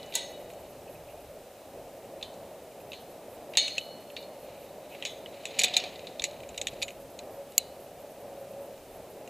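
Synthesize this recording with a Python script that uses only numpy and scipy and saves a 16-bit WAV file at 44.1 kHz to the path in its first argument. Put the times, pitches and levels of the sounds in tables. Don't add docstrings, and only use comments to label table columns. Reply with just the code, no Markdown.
import sys
import numpy as np
from scipy import signal
from scipy.fft import rfft, irfft
from scipy.io import wavfile
from scipy.ndimage import uniform_filter1d

SR = 44100
rng = np.random.default_rng(int(sys.argv[2]) if len(sys.argv) > 2 else 0)


def master(y):
    cut = np.clip(np.atleast_2d(y).T, -1, 1)
    pcm = np.round(cut * 32767)
    wavfile.write(sys.argv[1], SR, pcm.astype(np.int16))


def level_to_linear(level):
    exponent = np.asarray(level, float) / 20
    return 10 ** exponent


N = 409688
T = np.arange(N) / SR

# start_s, middle_cavity_peak_db, low_cavity_db, high_cavity_db, ring_db
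EARLIER_BLOW = [
    (0, -28, 0, -20, -6),
]
RUNG_BLOWS = [
    (0.0298, -40, -20, -16, -18),
    (0.1231, -44.5, 6, -18, -1),
    (0.1392, -40, -11, -9, 9.5),
    (0.1525, -36.5, 1, 13, -25),
    (0.1538, -21.5, -16, -1, -3.5),
]
HOOK_BLOWS = [
    (3.5717, -8, -5.5, -9.5, -15.5),
    (3.5835, -23, -4, -8, -12),
]
REBOUND_BLOWS = [
    (4.166, -33, 1, -22, -10),
    (4.2268, -41, -7, -14, -37),
]
CARABINER_BLOWS = [
    (5.0240, -38, 11, -7, -17),
    (5.051, -22.5, -0.5, -7.5, -11),
    (5.454, -31, 1.5, 0.5, -16),
]
SOFT_BLOWS = [
    (2.227, -30.5, -6.5, -13, -13),
    (2.932, -41.5, 6, -7, -3),
    (6.0699, -36, -6, -15, -13),
    (6.2397, -19.5, -4, -2, -28),
]
BUNCH_BLOWS = [(5.5878, -25, -6, -7, -3.5), (5.5915, -16.5, -5, 1.5, -17), (5.5985, -24, -4, 1, -8),
               (5.604, -30, -3, -9, -11), (5.6167, -21.5, -3, -4, -3.5), (5.6352, -15, -2.5, -1, -22),
               (5.6400, -13.5, -11, -14, -4), (5.6444, -19, 1, 1.5, -10), (5.656, -42, -4, -9, -8),
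               (5.6816, -37.5, 10.5, -4, -19), (5.7372, -32, -11, -8, -24), (5.7404, -23, -18, -20, -1.5),
               (5.7664, -13, -7, -4.5, -6), (5.7715, -27, -16, 2, -1), (5.7994, -26, -22, -21, -11),
               (5.8384, -27, -20, -17, 0)]
GATE_BLOWS = [
    (7.5213, -45, -11, 1, -19),
    (7.5799, -20.5, -8, 11, -6.5),
]
SHACKLE_BLOWS = [
    (6.8174, -29, -14, -30, -4),
    (6.8234, -20.5, -5.5, -11.5, -23),
    (6.8284, -21.5, -6, -9, -16),
]

# start_s, peak_db, low_cavity_db, high_cavity_db,
# pitch_hz
TICKS = [(.061, -58, -6, 7, 6100), (0.501, -51.5, 5, 0, 2400), (2.34, -61, -8, 6, 5600),
         (8.778, -58, 3, -6, 2400), (.535, -57, 2, 6, 2400), (2.2122, -47.5, 4, -14, 2600),
         (2.803, -59, 9, -10, 2500), (2.9187, -34, -7, -24, 2660), (3.5359, -37, 3, -20, 2750),
         (3.553, -48, 20, -8, 3900), (3.6800, -27, -7, -4.5, 2660), (3.772, -49, 11, -14, 2610),
         (3.7808, -21.5, -5, -7, 2960), (4.1014, -53, 8.5, -12, 2770), (4.9492, -52, 14.5, -10, 2540),
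         (5.036, -52, 10, -12, 2330), (5.26, -54, 18.5, -16, 2960), (7.19, -34, -4.5, -6, 4050),
         (6.905, -48.5, 5, 1, 2500), (9.2758, -46, 3, 1, 2740),
         (5.6115, -20.5, -6, -11, 2480), (5.9579, -37.5, -21, -14, 3720), (5.993, -43, 3.5, -10, 3950),
              (6.196, -24.5, -13, -15, 3640), (6.2202, -29, -2, -4, 2340), (6.254, -39, -2, -6, 2640),
              (6.311, -44, -2, -7, 4090), (6.4037, -45, -1, -12, 2320), (6.4332, -43.5, 4, -8, 2400),
              (6.4898, -44, 3, 2, 7350), (6.544, -45, 3.5, -6, 2400), (6.577, -29, 1.5, 3, 3650),
              (6.6142, -28.5, 0.5, 3, 3640), (6.67, -26.5, 5, 3, 3650), (6.6827, -30.5, -10, -10, 3300),
              (6.735, -44, -10, -5, 4080), (6.8812, -37, 5.5, -2, 2480), (6.888, -41.5, 4, -1, 2390)]
BLOW_NOTES = [(.1535, -17, 0, 0, 6850), (.1535, -30, 0, 0, 8700), (3.811, -33, 0, 0, 3050),
              (3.766, -38, 0, 0, 2000), (2.2274, -28, 0, 0, 3580), (2.9188, -39, 0, 0, 3900),
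              (3.773, -32, 0, 0, 2470), (3.7812, -16, 0, 0, 2620), (4.165, -32, 0, 0, 3600),
              (5.454, -25, 0, 0, 2570), (5.5915, -13, 0, 0, 2450), (5.6816, -37, 0, 0, 7700),
              (5.7664, -14, 0, 0, 3950)]
LINGERING_NOTES = [(0, -49, 0, 0, 2961), (0, -55, 0, 0, 2985), (.154, -50, 0, 0, 4283),
                   (.154, -51, 0, 0, 3770), (.154, -53, 0, 0, 2961), (3.7801, -52, 0, 0, 2958),
                   (3.7801, -57, 0, 0, 3023), (3.7801, -52, 0, 0, 4283), (4.165, -55, 0, 0, 4283),
                   (4.165, -60, 0, 0, 2907), (5.77, -51, 0, 0, 2019), (7.58, -59, 0, 0, 2963),
                   (7.58, -61, 0, 0, 4382)]

# pitch_hz, level_db, t60_s
RUNG_MODES = [(1981, -21, 0.75), (1930, -22, .3), (2040, -24, .3), (3927, -9, .25), (4314, -23, .4),
              (2326, -22, 0.4), (2762, -12, 0.2), (2961, -19, 0.6), (3192, -15, 0.3), (3408, -23, 0.53),
              (3564, -17, 0.25), (3623, -23, 0.4), (3772, -8, 0.25), (3815, -19, 0.65), (4199, -17, 0.4),
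              (5378, -22, 0.4), (5787, -23, 0.25), (5986, -33, 0.68), (6347, -24, 0.36), (6471, -12, 0.4),
              (7655, -19, 0.31), (8145, -33, 0.4), (9071, 0, 0.092), (9356, -18, 0.25), (9518, -34, 0.38),
              (11110, -27, 0.21)]
HOOK_MODES = [(1986, -27, 0.49), (2067, -34, 0.42), (2293, -22, 0.66), (2600, -31, 2.7), (2955, -18, 0.55),
              (3391, -19, 0.56), (3623, -8, 0.34), (3774, -12, 0.43), (3854, -17, 0.35), (4037, -3, 0.15),
              (4091, -14, 0.49), (4215, -11, 0.63), (4280, -4, 0.41), (4511, -15, 0.34), (4818, -25, 0.64),
              (5582, -23, 0.25), (6115, -28, 0.54), (6218, -15, 0.33), (6363, -20, 0.52), (6589, -4, 0.14),
              (6735, -22, 0.55), (6837, -23, 0.42), (7058, -28, 0.66), (8053, -15, 0.12), (8818, -28, 0.22),
              (8958, -23, 0.22), (10210, -32, 0.25), (7700, -26, .25), (8250, -24, .25)]
REBOUND_MODES = [(2379, -13, .3), (2907, -17, .6), (3618, -9, .3), (3924, -4, .15), (4011, -16, .3),
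                 (4280, -12, .7), (4409, -2, .16), (4834, -14, .3)]
CARABINER_MODES = [(2067, -20, 0.45), (2374, -19, 0.45), (3036, -17, .5), (3381, -5, 0.26),
                   (3601, -10, 0.36), (3758, -12, .2), (3655, -17, .5), (3930, -6, 0.26), (4802, -23, 0.25),
                   (5276, -30, 0.3), (5572, -19, 0.2), (6315, -24, 0.4), (6638, -17, 0.36),
                   (7058, -22, 0.26), (2476, -17, .2), (7660, -22, 0.3)]
SOFT_MODES = [(2430, -17, 0.17), (3080, -11.5, 0.4), (3400, -21, 0.36), (3560, -7, 0.21), (3730, -14, 0.28),
              (4050, -10.5, 0.18), (4270, -11.5, 0.54), (6300, -15, .25)]
BUNCH_MODES = [(738, -34, 0.3), (2016, -30, 0.22), (2382, -8, 0.07), (2519, -28, 0.35), (2722, -25, 0.2),
               (2955, -31, .45), (3110, -30, 0.36), (3397, -26, 0.28), (3601, -11, 0.12), (3731, -19, .18),
               (3900, -22, .25), (4180, -24, .2), (4264, -30, 0.4), (4807, -42, .4), (6218, -36, .4),
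               (5572, -34, 0.33), (6632, -27, 0.33),
               (734, -18.5, 0.33)]
GATE_MODES = [(4081, -24, .45), (4100, 6, .04), (3950, -12, .18), (2960, -5, .05), (6900, 15, .014),
              (8060, 21, .013), (4540, 5, .014), (7420, 12, .018), (7655, -24, .18), (5930, 12, .018),
              (9950, 3, .03), (11860, 15, .018), (2590, 0, .035), (2230, 14, .018), (2830, 0, .04),
              (4764, -36, .8)]
SHACKLE_MODES = [(7000, -0.38, 0.094), (2480, -1.5, 0.053)]
# pitch_hz, level_db, t60_s
LATTICE_MODES = [(4283, -17, 1.2), (2958, -23, 1.1), (4190, -16, 1.0), (935, -22, .3), (1545, -30, .3)]

# centre_hz, width_hz, level_db
LOW = [(2047, 790, -5.5), (2448, 460, -4), (2980, 800, -3.5), (596, 450, -15)]
MIDDLE = [(3650, 1000, -13), (4016, 765, 5), (4015, 1270, 3)]
HIGH = [(5630, 2230, -7), (6850, 570, -2.5), (7750, 450, -5.5)]
TOP = [(9030, 370, -3), (10300, 2200, -2.5), (11180, 2100, 1), (14200, 2200, -9)]
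# centre_hz, width_hz, level_db
CREAK_CAVITIES = [(2490, 450, 0), (2920, 540, -6)]
WHINE_BAND = [(8820, 400, 0)]

# middle_s, half_length_s, above_rustle_db
PULLS = [
    (0.02, 0.78, 10.5),
    (4.55, 0.25, 9.5),
    (5.0, 0.26, 12),
    (5.7, 0.59, 26),
    (6.3, 0.15, 14.5),
    (6.7, 0.32, 14),
    (7.85, 0.92, -1.5),
]
# middle_s, half_length_s, level_db
CREAKS = [
    (.885, 0.044, 20),
    (.955, .04, 14),
    (1.1, .07, 15),
    (1.2, .03, 5),
    (1.36, .03, 9),
    (2.8, .12, 3),
    (4.57, 0.25, 11),
    (4.95, 0.069, 25),
    (5.42, .1, 10),
    (8.72, .03, 9),
]
# middle_s, peak_db, pitch_hz
BUMPS = [
    (6.215, -51, 65),
    (6.51, -51, 60),
    (6.607, -52, 92),
    (6.708, -51, 55),
    (6.73, -50, 126),
    (6.98, -53, 55),
    (7.32, -60, 60),
]

# time_s, shelter_0_to_1
SHELTER = [
    (0, 0.77),
    (1.4, 0.15),
    (1.7, 0.05),
    (3.6, 0.95),
    (4.7, 0.4),
    (5.7, 0.96),
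    (6.3, 0.9),
    (7.7, 0.4),
    (9.29, 0.5),
]
# middle_s, half_length_s, level_db
PUFFS = [
    (5.95, 0.091, 14),
    (6.21, 0.048, 16),
    (6.65, 0.5, 19),
    (.6, 1, 8),
    (7.06, .12, 12),
    (7.35, 0.089, 7),
    (8.57, 0.11, 7),
    (8.92, 0.2, 14),
]
# middle_s, half_length_s, above_faintest_db
WHISTLE = [
    (5.4, 0.18, 26),
    (6.6, 0.99, 18.5),
    (7.42, 0.16, 18.5),
    (8.45, 0.71, 21.5),
]

# pitch_hz, density_db_per_hz
HUM = [(53, -30), (90, -17.5), (296, -13), (323, -13.5), (348, -12.5), (380, -10.5), (508, -7.5),
       (554, -2.5), (694, -8), (1440, -34), (1800, -30), (2340, -33.5), (3960, -120)]
AIR = [(1200, 9), (2000, 1), (2600, 5), (4200, 0), (5700, -0.5), (7800, 0), (8800, -2), (10000, -1.5),
       (12000, -0.5), (15500, -2.5)]
BUFFET = [(12, -30), (25, -4), (50, 0), (80, -1), (130, -4), (250, -20), (600, -60)]
LOW_DRONE = [(60, -40), (72, 5), (78, -3), (85, -6), (100, -55)]
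HISS = [(500, -57), (900, -19.5), (2600, -10.5), (4400, -9.0), (9000, -8.5), (15500, -8.5)]
CARD_BURST = [(5000, -50), (8000, -2.0), (10300, 7), (10900, 6.0), (11700, 15.5), (12200, 3), (13800, 13),
              (14600, -15), (15500, -18)]

# first_s, last_s
WRITE_RUNS = [(.295, .7), (1.1, 1.2), (2.8, 3.1), (3.5, 3.5), (4, 4.2), (5.1, 5.1), (6.7, 7.1), (7.5, 7.5),
              (8, 8.2), (8.4, 8.5), (9.1, 9.1)]
LONG_WRITES = [.095, .891, 3.299, 3.8, 4.392, 4.597, 4.893, 7.307, 7.797, 8.607, 8.91]

RUSTLE_DB = -63.5
HUM_DB, HUM_RISE_DB, BUFFET_DB, BUFFET_FALL_DB = -47.5, 2.5, -55, 16
WHISTLE_DB, WHISTLE_FROM_S, WHISTLE_HZ, SAG_HZ_PER_S = -61.5, 5.2, 567, 3.5
WRITE_PERIOD_S = 0.1
BUMP_S = 0.015
LOW_CUT_HZ = 1970


def gear():
    frame = [(hz, db - 9, 0.9) for hz, db, _ in LATTICE_MODES[:2]]
    rung = ring(EARLIER_BLOW, RUNG_MODES[:15] + frame, wash_db=-35, wash_t60=0.4,
                low_db=-3, high_db=-20, lag_s=0.11, split_hz=22, twin_db=-6)
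    rung = rung + ring(RUNG_BLOWS, RUNG_MODES + LATTICE_MODES[3:] + frame, wash_db=-9.5, wash_t60=0.44,
                       low_db=-10, high_db=-9, lag_s=0.025, split_hz=27, twin_db=-4)
    hook = ring(HOOK_BLOWS, HOOK_MODES + LATTICE_MODES[:3], wash_db=-7, wash_t60=0.67,
                low_db=-8, high_db=-15, lag_s=0.0019, split_hz=70, twin_db=-4)
    hook = hook + ring(REBOUND_BLOWS, REBOUND_MODES, wash_db=-7, wash_t60=0.34,
                       low_db=-6, high_db=-16, lag_s=0.005, split_hz=46, twin_db=-4)
    carabiners = ring(CARABINER_BLOWS, CARABINER_MODES, wash_db=-9.5, wash_t60=0.4,
                      low_db=-7, high_db=-10, lag_s=0.003, split_hz=70, twin_db=-5)
    carabiners = carabiners + ring(SOFT_BLOWS, SOFT_MODES, wash_db=-7, wash_t60=0.64,
                                   low_db=-10, high_db=-17, lag_s=0.0035, split_hz=88, twin_db=-4)
    bunch = ring(BUNCH_BLOWS, BUNCH_MODES, wash_db=-11.5, wash_t60=0.25,
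                 low_db=-7.5, high_db=-21, lag_s=0.0074, split_hz=34, twin_db=-6)
    gate = cut_lows(ring(GATE_BLOWS, GATE_MODES, wash_db=-18, wash_t60=0.33,
                     low_db=-6, high_db=-7, lag_s=0.00059, split_hz=30, twin_db=-11))
    shackle = ring(SHACKLE_BLOWS, SHACKLE_MODES, wash_db=-7, wash_t60=0.067,
                   low_db=-14, high_db=-8, lag_s=0.001, split_hz=35, twin_db=-4)
    ringing = rung + hook + carabiners + bunch + gate + shackle

    contacts = chatter(RUNG_BLOWS, t60=0.07, top_db=-7)
    contacts = contacts + chatter(HOOK_BLOWS + REBOUND_BLOWS, t60=0.066, top_db=-14)
    contacts = contacts + chatter(CARABINER_BLOWS + SOFT_BLOWS, t60=0.078, top_db=-17)
    contacts = contacts + chatter(BUNCH_BLOWS, t60=0.053, top_db=-14)
    contacts = contacts + chatter(GATE_BLOWS, t60=0.0074, top_db=-9, first_db=5)
    contacts = contacts + chatter(SHACKLE_BLOWS, t60=0.053, top_db=-10)

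    all_ticks = TICKS
    ticks = chatter(all_ticks, t60=0.048, top_db=-18.5, crack_db=-8) + pings(all_ticks)
    blow_notes = cut_lows(pings(BLOW_NOTES, ping_db=-3, t60=0.029))
    return ringing + contacts + ticks + blow_notes + lingering()


def ring(blows, modes, wash_db, wash_t60, low_db, high_db, lag_s, split_hz, twin_db):
    blows = np.array(blows)
    chance = rng.standard_normal((len(blows), 2, len(modes), 3))
    strength = blows[:, 1] + blows[:, 4]
    main = blows[:, 1].argmax()
    scatter_db = np.where(np.arange(len(blows)) == main, 0.5, 3.5)
    kick_db = strength[:, None, None] + scatter_db[:, None, None] * chance[:, 0]
    kick = level_to_linear(kick_db) * np.exp(3j * chance[:, 1])
    dull = level_to_linear(np.minimum(blows[:, 3] - blows[main, 3], 0))
    at = (blows[:, 0] * SR).astype(int)
    start, end = at.min(), min(N, at.max() + SR)

    out = np.zeros(N)
    detune = rng.standard_normal(len(modes))
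    detune = np.sign(detune) * (0.5 + 0.6 * abs(detune))
    swing = level_to_linear(3 * walk(45)) * np.exp(0.7j * walk(35))
    for k, (hz, db, t60) in enumerate(modes):
        t60 = t60 if t60 < 1.45 else 0.35
        db = db - 60 * lag_s / t60
        mode_swing = np.roll(swing, 3001 * k)[start:end]
        for twin, side in enumerate((0, 1, -1.7)):
            x = np.zeros(end - start, complex)
            x[at - start] = level_to_linear(db + twin * twin_db) * kick[:, k, twin] * (dull if hz > 5000 else 1)
            twin_hz = hz + side * split_hz * detune[k]
            pole = np.exp(2j * np.pi * twin_hz / SR - np.log(1000) / (t60 * SR))
            out[start:end] += (signal.lfilter([1], [1, -pole], x) * mode_swing).imag

    energy = np.zeros(N)
    energy[at] = level_to_linear(2 * (strength + wash_db))
    dying = signal.lfilter([1], [1, -level_to_linear(-2 * 60 / (wash_t60 * SR))], energy)
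    wash = np.sqrt(dying) * rng.standard_normal(N)
    low, high = cavities(wash, LOW), cavities(wash, HIGH + TOP[:1])
    return out + level_to_linear(low_db) * low + cavities(wash, MIDDLE) + level_to_linear(high_db) * high


def chatter(blows, t60, top_db, crack_db=-7, first_db=9):
    drive = np.zeros((4, N))
    t = np.arange(SR // 5) / SR
    for s, db, low_db, high_db, _ in blows:
        spikes_db = 3 * np.repeat(rng.standard_normal(len(t) // 20), 20)
        grains = rng.standard_normal(len(t)) * level_to_linear(spikes_db)
        touch = np.sign(grains) * level_to_linear(first_db - 60 * t / 0.006)
        flurry = touch + grains * level_to_linear(-60 * t / t60)
        i = int(s * SR)
        gains = level_to_linear(db + crack_db + np.array([low_db, 0, high_db, high_db + top_db]))
        drive[:, i:i + len(t)] += (gains[:, None] * flurry)[:, :N - i]
    groups = (LOW[:3], MIDDLE, HIGH, TOP)
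    thinned = cut_lows(sum(cavities(d, g) for d, g in zip(drive, groups)))
    return thinned + cavities(drive[0], LOW[3:])


def pings(ticks, ping_db=-5, t60=0.038):
    out, t = np.zeros(N), np.arange(SR) / SR
    for s, db, low_db, high_db, hz in ticks:
        i = int(s * SR)
        envelope = level_to_linear(db + max(low_db, 0, high_db) + ping_db - 60 * t / t60)
        note = envelope * np.sin(2 * np.pi * hz * t)
        out[i:i + len(t)] += note[:N - i]
    return out


def lingering():
    return pings(LINGERING_NOTES, ping_db=-4, t60=1.3) * level_to_linear(3 * walk(30))


def cavities(x, group):
    out = 0
    for k, (hz, width, db) in enumerate(group):
        b, a = signal.iirpeak(hz, hz / width, fs=SR)
        resonance = signal.lfilter(b, a, signal.lfilter(b, a, x))
        out = out + (-1) ** k * level_to_linear(db) * np.sqrt(SR / width / 3) * resonance
    return out


def cut_lows(x):
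    return signal.sosfilt(signal.butter(4, LOW_CUT_HZ, "high", fs=SR, output="sos"), x)


def rubbing():
    grains = rng.standard_normal(N) * level_to_linear(2 * walk(120))
    sound = cavities(grains, LOW[:3]) + level_to_linear(0.5) * cavities(grains, MIDDLE)
    sound = sound + level_to_linear(-12.5) * cavities(grains, HIGH)
    return level(sound, -4.5) * level_to_linear(RUSTLE_DB + swells(PULLS))


def creaks():
    steps = rng.standard_normal(N) * level_to_linear(5.4 * walk(150))
    return level(cavities(steps, CREAK_CAVITIES), -76) * level_to_linear(swells(CREAKS))


def bumps():
    out = np.zeros(N)
    for s, db, hz in BUMPS:
        out += level_to_linear(db) * np.exp(-((T - s) / BUMP_S) ** 2) * np.sin(2 * np.pi * hz * (T - s))
    return out


def wind():
    shelter = curve(SHELTER)[0]
    hum_db = HUM_DB + HUM_RISE_DB * shelter
    hum = coloured(HUM) * level_to_linear(hum_db + 0.9 * walk(8.3))

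    buffet_db = BUFFET_DB - BUFFET_FALL_DB * shelter + swells(PUFFS)
    buffet = coloured(BUFFET) * level_to_linear(buffet_db + 2.2 * walk(7) - 7.5)
    drone = level_to_linear(-73.5) * coloured(LOW_DRONE)

    hz = WHISTLE_HZ - SAG_HZ_PER_S * (T - WHISTLE_FROM_S)
    phase = 2 * np.pi * np.cumsum(hz + 3.283 * walk(22)) / SR
    onset = np.clip((T - WHISTLE_FROM_S) / 0.28, 0, 1)
    whistle_db = WHISTLE_DB + swells(WHISTLE) + 2.9 * walk(26) - 7
    whistle = onset * level_to_linear(whistle_db) * np.sqrt(2) * np.sin(phase)
    return hum + buffet + drone + whistle


def air():
    return level_to_linear(-59) * coloured([(600, -39)] + AIR)


def electronics():
    hiss = np.array([coloured(HISS) for _ in range(2)]) * level_to_linear(-62)
    writing = np.zeros(N)
    for first, last in WRITE_RUNS:
        for s in np.arange(first, last + WRITE_PERIOD_S / 2, WRITE_PERIOD_S):
            writing += (T > s) & (T < s + 0.027)
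    for s in LONG_WRITES:
        writing += (T > s) & (T < s + 0.067)
    leak_gain = level_to_linear(np.array([[-68.0], [-59.0]]))
    leak = uniform_filter1d(writing, size=150) * coloured(CARD_BURST) * leak_gain
    clock = level_to_linear(-75) * np.sin(2 * np.pi * 11995 * T + 0.7 * walk(20))
    clock = clock + level_to_linear(-80) * np.sin(2 * np.pi * 7780 * T + 1.5 * walk(30))
    whine = level(cavities(rng.standard_normal(N), WHINE_BAND), -76)
    return hiss + leak + clock + whine


def level(x, db):
    return x * level_to_linear(db) / np.sqrt(np.mean(x ** 2))


def curve(table):
    s, *columns = np.transpose(table)
    return [np.interp(T, s, c) for c in columns]


def swells(table):
    return sum(db * np.clip(1 - abs(T - s) / half_s, 0, 1) for s, half_s, db in table)


def walk(rate):
    k = int(SR / rate)
    held = np.repeat(rng.standard_normal(N // k + 1), k)
    return 1.4 * uniform_filter1d(uniform_filter1d(held, k), k)[:N]


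def coloured(spectrum):
    hz, db = np.transpose(spectrum)
    f = np.maximum(np.arange(N // 2 + 1) * SR / N, 1)
    gain = level_to_linear(np.interp(np.log(f), np.log(hz), db))
    return level(irfft(rfft(rng.standard_normal(N)) * gain, N), 0)


def scene():
    mic = gear() + rubbing() + creaks() + bumps() + wind() + air()
    return mic + electronics()


def low_pass(x):
    return signal.sosfilt(signal.butter(12, 16540, fs=SR, output="sos"), x)


def record(dry):
    spectrum, hz = rfft(dry), np.arange(N // 2 + 1) * SR / N
    body = irfft(spectrum * (hz < 15330), N)
    top = irfft(spectrum * (hz >= 15330) * np.clip((16500 - hz) / 900, 0, 1), N)
    loud = uniform_filter1d(np.mean(top ** 2, axis=0), size=600) > level_to_linear(2 * -69)
    top_gate = uniform_filter1d(loud * 1.0, size=200)
    mix = body + top * top_gate
    return low_pass(mix)


dry = scene()
out = record(dry)
master(out)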